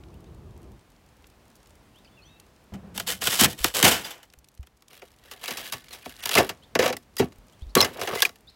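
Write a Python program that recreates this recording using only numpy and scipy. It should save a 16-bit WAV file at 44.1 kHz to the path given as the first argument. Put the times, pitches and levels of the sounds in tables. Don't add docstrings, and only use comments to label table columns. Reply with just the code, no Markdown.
import sys
import numpy as np
from scipy import signal
from scipy.fft import rfft, irfft, next_fast_len
from scipy.io import wavfile
from scipy.ndimage import uniform_filter1d

SR = 44100
rng = np.random.default_rng(int(sys.argv[2]) if len(sys.argv) > 2 else 0)


def put_to_file(sound):
    columns = np.atleast_2d(sound).T
    safe = np.clip(columns, -1, 1)
    whole_steps = np.round(safe * 32767)
    wavfile.write(sys.argv[1], SR, whole_steps.astype(np.int16))


N = 377055
TIME = np.arange(N) / SR
CUTOFF_HZ = 15900



def from_db(db):
    return 10 ** (np.asarray(db) / 20)


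def rms_one(x):
    return x / np.sqrt(np.mean(x ** 2) + 1e-20)


def add(out, start_s, sound):
    start = max(0, round(start_s * SR))
    out[start:start + len(sound)] += sound[:N - start]


def band(x, low_hz, high_hz, order=3):
    edges = [low_hz, min(high_hz, .45 * SR)]
    return signal.sosfilt(signal.butter(order, edges, "band", fs=SR, output="sos"), x)


def colour(x, spectrum):
    hz, db = np.transpose(spectrum)
    size = next_fast_len(N)
    f = np.maximum(np.fft.rfftfreq(size, 1 / SR), 1)
    gain = from_db(np.interp(np.log(f), np.log(hz), db))
    gain = gain * np.minimum(f / hz[0], 1) ** 2 * np.minimum(hz[-1] / f, 1) ** 2
    return rms_one(irfft(rfft(x, size) * gain, size)[:N])


def gestures(rows, attack_share, level_column=3):
    power = np.zeros(N)
    for row in rows:
        start_s, length_s, t60_s = row[:3]
        t = TIME[:int((length_s + 2 * t60_s) * SR)]
        attack = np.minimum(t / (attack_share * length_s), 1)
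        fade_db = -60 * np.maximum(t - length_s, 0) / t60_s
        add(power, start_s, (attack * from_db(row[level_column] + fade_db)) ** 2)
    return np.sqrt(power)


def rings(rows, rise_s):
    out, t = np.zeros(N), np.arange(SR // 3) / SR
    for start_s, pitch_hz, level_db, t60_s in rows:
        fade = from_db(level_db - 60 * t / t60_s)
        swell = 1 - np.exp(-t / rise_s)
        add(out, start_s, fade * swell * np.sin(2 * np.pi * pitch_hz * t))
    return out


def through_sheet(x, modes, modes_db, lag_s):
    size = next_fast_len(len(x) + SR // 10)
    f = np.fft.rfftfreq(size, 1 / SR)
    cycles = lag_s * np.sqrt(500) * (2 * np.sqrt(f) - f / np.sqrt(CUTOFF_HZ))
    x = irfft(rfft(x, size) * np.exp(-2j * np.pi * cycles), size)[:len(x)]
    ringing = 0
    for pitch_hz, width_hz, level_db in modes:
        resonance = signal.lfilter(*signal.iirpeak(pitch_hz, pitch_hz / width_hz, SR), x)
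        ringing = ringing + from_db(level_db + modes_db) * resonance
    return x + ringing


def grains(per_s, spread_db, bed_db, spectrum, modes):
    sizes = from_db(spread_db * np.minimum(rng.exponential(1, N), 3)) * rng.choice([-1, 1], N)
    clicks = rms_one(sizes * (rng.random(N) < per_s / SR))
    trail_power = signal.lfilter([1], [1, -np.exp(-1 / (0.0016 * SR))], clicks ** 2 + 1e-12)
    scatter = np.sqrt(trail_power) * rng.standard_normal(N)
    fractures = clicks + from_db(bed_db) * rms_one(scatter)
    return colour(through_sheet(fractures, modes, modes_db=-4.5, lag_s=0.00399), spectrum)


# pitch_hz, gain_db
FOREST = [(15, -50), (25, -26), (42, 2), (64, 2), (170, -4.5), (236, -5), (309, -8), (962, -13.5),
          (1560, -18), (2690, -21), (4030, -24.5), (12500, -33), (16000, -33.5)]
# time_s, level_db (in its lower range)
HUSH = [(1.0, -58), (1.6, -56.5), (2.6, -57), (4.76, -64), (5.15, -61), (6.65, -56), (7.07, -59),
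        (7.52, -56.5), (8.42, -59)]


def forest_hush(level_db=-1.2):
    forest = colour(rng.standard_normal(N), FOREST)
    heard_level = from_db(np.interp(TIME, *np.transpose(HUSH)) + level_db)
    return heard_level * forest / np.std(band(forest, 51, 1500))


# start_s, length_s, t60_s, level_db
GUST = [(0.0, 0.746, 0.27, -45)]
# pitch_hz, gain_db
RUMBLE = [(15, -46), (25, -18), (54, 2), (82, 0.5), (205, -7), (270, -14.5), (339, -7), (477, -17.5),
          (1200, -27), (1560, -41), (2640, -120)]


def wind_puff(level_db=-2.0):
    rumble = colour(rng.standard_normal(N), RUMBLE)
    return from_db(level_db) * gestures(GUST, attack_share=0.0046) * rumble


# start_s, peak_db, pitch_hz (sets the band of noise)
TICKS = [(0.037, -38.5, 3450), (1.243, -37, 3220), (1.269, -41, 11000), (1.555, -40.5, 9900),
         (1.754, -42, 11000), (2.399, -34, 8900), (4.301, -41, 6000), (4.388, -40.5, 11140),
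         (4.576, -39.5, 6160), (4.444, -38, 7100), (4.486, -40.5, 10000), (4.882, -38, 8000),
         (5.884, -31.5, 4580), (6.165, -31, 7960)]


def ticks(t60_s=0.018, level_db=-4.0, faint_per_s=21.0, faint_db=-50.5,
          settle_start_s=5.1, settle_s=2.8, settle_per_s=14.0, settle_db=-49.5):
    out, t = np.zeros(N), np.arange(SR // 20) / SR
    faint = [(u * N / SR, faint_db + 8 * v ** 2, 5000 + 7000 * w)
             for u, v, w in rng.random((int(faint_per_s * N / SR), 3))]
    settling = [(settle_start_s + settle_s * u, settle_db + 8 * v, 5000 + 7000 * w)
                for u, v, w in rng.random((int(settle_per_s * settle_s), 3))]
    for start_s, peak_db, pitch_hz in list(TICKS) + faint + settling:
        burst = rng.standard_normal(len(t)) * from_db(-60 * t / t60_s)
        tick = band(burst, pitch_hz * 0.32, pitch_hz * 1.3, order=2)
        add(out, start_s, from_db(peak_db + level_db) * tick / np.abs(tick).max())
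    return out


# start_s, start_pitch_hz, rms_db
CHIRPS = [(0.127, 2380, -71), (0.255, 3330, -72), (6.622, 2900, -60), (7.52, 2790, -68), (7.61, 3020, -62),
          (7.686, 3650, -64.5), (8.472, 3440, -53.5)]
CHIRP_S, CHIRP_OCTAVES_PER_S = 0.031, 12.0
UPPER_VOICE_RATIO, UPPER_VOICE_DB = 1.24, -8.5
# start_s, length_s, start_pitch_hz, end_pitch_hz, rms_db
SONG = [(1.94, .062, 2600, 3970, -64), (2.046, 0.021, 5240, 4200, -63), (2.047, 0.017, 2900, 2120, -64),
        (2.07, 0.017, 2850, 3230, -64), (2.115, 0.065, 3450, 3500, -70), (2.169, 0.041, 2830, 2410, -60.5),
        (2.217, .025, 4100, 4520, -61), (2.225, .09, 2820, 3940, -65), (2.253, .028, 5800, 6140, -64),
        (2.258, 0.194, 2623, 2700, -70), (2.3, 0.077, 3720, 3840, -67)]


def birds(waver=0.0043, level_db=1.5, trees_db=-8.0, trees_t60_s=.4):
    out, rise = np.zeros(N), 2 ** (CHIRP_OCTAVES_PER_S * CHIRP_S)
    voices = ((1, 0), (UPPER_VOICE_RATIO, UPPER_VOICE_DB))
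    chirps = [(start_s, CHIRP_S, hz * ratio, hz * ratio * rise, rms_db + voice_db)
              for start_s, hz, rms_db in CHIRPS for ratio, voice_db in voices]
    for start_s, length_s, start_hz, end_hz, rms_db in list(SONG) + chirps:
        u = np.linspace(0, 1, round(length_s * SR))
        wobble = rms_one(uniform_filter1d(rng.standard_normal(len(u)), size=60))
        hz = (start_hz + (end_hz - start_hz) * u) * (1 + waver * wobble)
        whistle = np.sqrt(u * (1 - u)) * np.sin(2 * np.pi * np.cumsum(hz) / SR)
        add(out, start_s, from_db(rms_db + level_db) * rms_one(whistle))
    echoes = rng.standard_normal(SR // 2) * from_db(-60 * TIME[:SR // 2] / trees_t60_s)
    return out + from_db(trees_db) * signal.fftconvolve(out, echoes / np.linalg.norm(echoes))[:N]


# start_s, length_s, t60_s, level_db
RUBS = [(2.72, 0.024, .4, -35), (2.82, 0.21, .5, -41.5), (3.05, 0.33, .5, -45)]
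# pitch_hz, gain_db
RUB = [(35, -17.5), (80, -2), (150, -10.5), (195, 4), (250, -15), (700, -20.5), (1500, -29.5)]


def palm_rub(level_db=-3.5):
    rub = colour(rng.standard_normal(N), RUB)
    return from_db(level_db) * gestures(RUBS, attack_share=0.086) * rub


# start_s, level_db, brightness_db_per_octave, thud_db (sheet on its air gap), t60_s (near 1 kHz)
CRACKS = [(2.737, -46, -1.5, -39, 0.1), (2.977, -32.5, 2.4, -38, 0.024), (2.998, -30.5, 1.3, -43, 0.05),
          (3.218, -30, 0.5, -60, 0.065), (3.271, -22, 2, -29.5, 0.053), (3.326, -28.5, 1, -56, 0.062),
          (3.409, -20.5, 3, -15.5, 0.06), (3.425, -21.5, -4, -20, 0.18), (3.437, -27.5, 3.5, -27, 0.14),
          (3.448, -21.5, 1, -46, 0.06), (3.643, -18, 1.3, -25.5, 0.029), (3.827, -17.5, 1.9, -14.5, 0.046),
          (3.843, -11.5, -1.1, -21, 0.17), (3.862, -22, -1.5, -22, 0.1), (3.878, -18.5, 1.5, -24, 0.15),
          (3.909, -19, 1.2, -30.5, 0.38), (4.046, -33, 1, -53, 0.53), (4.106, -40, 2, -70, 0.16),
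          (4.229, -51.5, 1.5, -62, 0.095), (4.336, -54.5, 1, -74.5, 0.02), (4.629, -56.5, -.5, -73.5, .05),
          (4.67, -58, 1.5, -72, 0.021), (4.822, -60, 2.5, -69, 0.024), (5.018, -43, -4, -56, 0.059),
          (5.312, -41.5, 2, -70, 0.095), (5.48, -32, 0.5, -57, 0.12), (5.507, -34, 1.9, -40.5, 0.07),
          (5.571, -36, 2.8, -46, 0.26), (5.722, -34, 3.5, -46, 0.11), (5.733, -35, 2, -40.5, 0.066),
          (5.929, -42.5, 3, -68, 0.18), (6.058, -37, -5, -38, 0.043), (6.256, -30.5, 3.5, -43, 0.046),
          (6.292, -31, 3, -55.5, .026), (6.352, -19, 1.3, -27, 0.048), (6.374, -15, -2.7, -18.5, 0.12),
          (6.381, -22.5, 2.5, -26, 0.14), (6.397, -20.5, -8, -27, 0.071), (6.491, -29.5, 1, -40, 0.088),
          (6.752, -18.5, -2.3, -26, 0.051), (6.79, -18, -1.25, -26.5, 0.11), (6.822, -18.5, -3, -30, 0.2),
          (6.858, -21, -1.5, -37, .082), (6.877, -26.5, 0, -37, 0.12), (6.901, -31.5, -1, -50, 0.037),
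          (6.926, -31, -.5, -37, 0.062), (6.967, -47, 5.5, -50, 0.031), (7.167, -42.5, 4.5, -66, 0.042),
          (7.183, -47, 8, -56.5, 0.17), (7.194, -23.5, -1.1, -15.5, 0.1), (7.218, -31, -6, -25, 0.089),
          (7.321, -55.5, 0, -69, .031), (7.752, -22.5, 4, -24.5, 0.03), (7.765, -36, -9, -17, 0.032),
          (7.781, -26.5, 0.5, -29.5, 0.31), (7.806, -23.5, 2.5, -46, 0.014),
          (7.813, -24.5, 2.5, -28.5, 0.016), (7.825, -24.5, -0.5, -28, 0.083),
          (7.845, -25, 0.9, -47, 0.074), (8.013, -30, 0, -40.5, 0.066), (8.072, -27.5, -1, -60, 0.093),
          (8.15, -35, 1.5, -52, 0.13), (8.221, -22, 4, -68, 0.065), (8.25, -31, 3, -48, 0.09),
          (8.292, -44, 0.5, -65, .029), (8.357, -59, 3, -76.5, 0.031)]
REGISTER_EDGES_HZ = [70, 330, 800, 2500, 6500, 16000]
# hollow_db, clack_db, clink_db, snap_db
SHEET_REGISTERS = (-4, 0.5, -1.5, -5.5)
PIECE_REGISTERS = (-5.5, 1, -0.5, -7)
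# pitch_hz, width_hz, level_db
SHEET = [(190, 16, -1.5), (495, 39, 5.5), (690, 20, 3.5), (1450, 56, -3), (3050, 330, 8), (3540, 180, 1.5),
         (4970, 40, -11), (5420, 98, -12), (6830, 63, -4), (7940, 230, 1.5), (7700, 65, 5.5),
         (11400, 1100, 1.5), (14000, 80, 3.5)]
# pitch_hz, width_hz, level_db
PIECE = [(252, 17.9, 6), (394, 28, 7), (477, 170, 7.5), (692, 72, 7), (1130, 12.2, 6), (1175, 30, -10),
         (1750, 18, 4), (2240, 40, -4.5), (2700, 22, 4.5), (2906, 84, 4), (3297, 250, 1), (3874, 117, 4),
         (4730, 120, 2.5), (5130, 25, 2), (5480, 59, -2), (7210, 100, -16), (11240, 570, 4.5)]
LOOSE_S = 4.8


def cracks(direct=.5, scatter_db=4.5, tail_db=-31.5, tail_t60_s=0.25, damping=0.28,
           tear_s=0.00045, level_db=-1.24, pivot_hz=1400):
    out, t = np.zeros(N), np.arange(SR // 5) / SR
    lows, highs = np.array(REGISTER_EDGES_HZ[:-1]), np.array(REGISTER_EDGES_HZ[1:])
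    centres = np.sqrt(lows * highs)
    for start_s, crack_db, brightness, thud_db, t60_s in CRACKS:
        whole = start_s < LOOSE_S
        modes, registers = (SHEET, SHEET_REGISTERS) if whole else (PIECE, PIECE_REGISTERS)
        tilt_db = brightness * np.log2(centres[1:] / pivot_hz)
        levels = [thud_db, *(crack_db + np.array(registers) + tilt_db)]
        unevenness = from_db(scatter_db * rng.standard_normal(len(t)))
        swarm = rms_one(rng.standard_normal(len(t)) * unevenness)
        swarm = swarm * (1 - np.exp(-t / tear_s))
        sign = rng.choice([-1, 1])
        softness = min(1, 0.034 / t60_s)
        wave = 0
        for low, high, hz, register_db in zip(lows, highs, centres, levels):
            life_s = t60_s * (hz / 1000) ** -damping
            paths = swarm * (from_db(-60 * t / life_s) + from_db(tail_db - 60 * t / tail_t60_s))
            paths[0] += sign * direct * np.linalg.norm(paths) * softness
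            part = band(paths, low, high)
            wave = wave + from_db(register_db + level_db) * part / np.linalg.norm(part)
        rung = through_sheet(wave, modes, modes_db=-4.5, lag_s=.004)
        add(out, start_s, rung * np.linalg.norm(wave) / np.linalg.norm(rung) * np.sqrt(SR / 100))
    return out


# start_s, length_s, t60_s, crackle_db, flexing_db
PUSHES = [(2.94, 0.072, 0.13, -44.5, -48.5), (3.064, 0.054, 0.15, -28.5, -40),
          (3.205, 0.15, 0.42, -29, -54.5), (3.385, 0.069, 0.043, -19, -33.5),
          (3.465, 0.069, 0.05, -40.5, -50.5), (3.57, 0.067, 0.6, -41.5, -53),
          (3.643, 0.027, 0.13, -32.5, -31.5), (3.738, 0.041, 0.6, -27, -29.5),
          (3.835, 0.02, 0.35, -18, -28.5)]
PUSH_ATTACK_SHARE = .27
# pitch_hz, gain_db
CRACKLE = [(90, -16.5), (200, -8.5), (500, -5.5), (1100, -2), (3000, -1.5), (4500, 0.5), (8000, -2.5),
           (11300, -4.5), (16000, -6.5)]
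# pitch_hz, gain_db
FLEXING = [(70, -9.5), (110, -5.5), (300, -5.5), (480, -1.5), (750, -4.5), (1500, -4.5), (3000, -17),
           (8000, -34)]


def pressing(crackle_db=2.0, flex_db=-1.5):
    crackle = gestures(PUSHES, PUSH_ATTACK_SHARE) * grains(2000, 6.0, 2.4, CRACKLE, SHEET)
    flex_gain = gestures(PUSHES, PUSH_ATTACK_SHARE, level_column=4)
    flex = flex_gain * grains(500, 0.63, 0.1, FLEXING, SHEET)
    return from_db(crackle_db) * crackle + from_db(flex_db) * flex


def chips(per_s=520.0, level_db=-9.0, spread_db=4.0, cycles=170.0, low_hz=1500, high_hz=11000,
          fall_db=2.0, count=36):
    activity = gestures(PUSHES, PUSH_ATTACK_SHARE) + gestures(SLIDES, SLIDE_ATTACK_SHARE)
    out, force = np.zeros(N), 2 * rng.random(N) - 1
    for smallness in (np.arange(count) + rng.random(count)) / count:
        hz = min(low_hz * (high_hz / low_hz) ** smallness, .4 * SR)
        at = np.flatnonzero(rng.random(N, dtype=np.float32) < per_s / count / SR)
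        knocks = np.full(N, 1e-18)
        knocks[at] = activity[at] * from_db(level_db - fall_db * smallness + spread_db * force[at])
        r, w = from_db(-60 * hz / (cycles * SR)), 2 * np.pi * hz / SR
        out += signal.lfilter([0, np.sin(w)], [1, -2 * r * np.cos(w), r * r], knocks)
    return out


# start_s, pitch_hz, level_db (before the swell), t60_s
BUMPS = [(3.606, 52.6, -30.5, 0.32), (4.375, 62, -45.5, 0.14), (4.594, 67, -27, 0.12),
         (7.385, 45.6, -41, 0.15), (7.622, 61.6, -25.5, 0.12), (7.664, 48.8, -31.5, 0.25)]


def handling_bumps():
    return rings(BUMPS, rise_s=0.0019)


# start_s, pitch_hz, level_db (before the swell), t60_s
SHARDS = [(4.044, 4840, -32.5, 0.082), (4.046, 3500, -35, 0.089), (4.107, 3490, -39, 0.097),
          (5.909, 4200, -43, 0.092), (5.928, 3740, -40, .07), (6.374, 2080, -9, 0.041),
          (6.378, 2660, -11.5, 0.046), (6.385, 374, -11, 0.12), (6.794, 486, -6.5, 0.057),
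          (6.808, 520, -20, 0.099), (6.859, 540, -13.5, 0.058), (6.905, 505, -19, 0.078),
          (6.967, 1980, -30.5, 0.027), (7.181, 4870, -28.5, 0.07), (7.184, 1934, -32, 0.12),
          (7.202, 442, -10, 0.061), (7.203, 264, -20, 0.13), (7.766, 380.5, -14.5, 0.12),
          (7.77, 1136, -17, .14), (7.782, 4170, -18, 0.087), (7.805, 4100, -1, 0.019),
          (7.814, 5300, -8, 0.024), (7.825, 5240, -9, 0.034), (7.825, 2065, -22, 0.11),
          (8.172, 2040, -30.5, .25), (8.221, 3570, -2, 0.011), (8.225, 1656, -12.5, .042),
          (8.252, 2430, -5, 0.018)]


def shards():
    return rings(SHARDS, rise_s=0.00029)


# start_s, length_s, t60_s, grating_db, flexing_db
SLIDES = [(4.89, 0.045, 0.83, -52, -56), (5.18, 0.26, 0.37, -53.5, -55), (5.31, 0.019, 0.14, -44.5, -58),
          (5.41, 0.099, 0.81, -35, -42.5), (5.6, 0.084, 0.98, -43.5, -72), (5.9, 0.027, 0.31, -44.5, -49),
          (5.99, 0.11, 0.43, -46.5, -68), (6.17, 0.21, .1, -36, -66), (6.215, 0.064, .3, -39.5, -52.5),
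          (6.308, .04, .15, -25.5, -34), (6.36, 0.022, 0.21, -22, -14.5), (6.805, 0.053, 0.098, -28.5, -38),
          (7.196, .012, 0.16, -35, -28), (7.752, 0.028, 0.29, -28, -16.5), (7.86, 0.31, 0.25, -47, -39.5),
          (7.98, 0.061, 0.23, -37, -32), (8.07, 0.095, 0.11, -36, -25.5), (8.175, 0.031, 0.15, -30.5, -64)]
SLIDE_ATTACK_SHARE = 0.36
# pitch_hz, gain_db
GRATING = [(150, -21), (300, -22.5), (560, -13), (950, -8.5), (1800, -4.5), (2900, -2.5), (5400, -9),
           (7000, -11), (12000, -12), (16000, -11)]


def dragging(grating_db=-1.5, flex_db=-5.0):
    grating = gestures(SLIDES, SLIDE_ATTACK_SHARE) * grains(380, 4.9, 20.0, GRATING, PIECE)
    flex_gain = gestures(SLIDES, SLIDE_ATTACK_SHARE, level_column=4)
    flex = flex_gain * grains(400, 2.33, 0.1, FLEXING, PIECE)
    return from_db(grating_db) * grating + from_db(flex_db) * flex


def scene():
    ice = ticks() + cracks() + pressing() + chips() + shards() + dragging()
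    ice = signal.sosfilt(signal.butter(3, 55, "high", fs=SR, output="sos"), ice)
    background = forest_hush() + wind_puff() + birds() + palm_rub() + handling_bumps()
    return (ice + background)[None]


def record(dry):
    rounded = 1.8 * np.tanh(dry / 1.8)
    return signal.sosfilt(signal.ellip(10, .2, 70, CUTOFF_HZ, fs=SR, output="sos"), rounded)


dry = scene()
out = record(dry)
put_to_file(out)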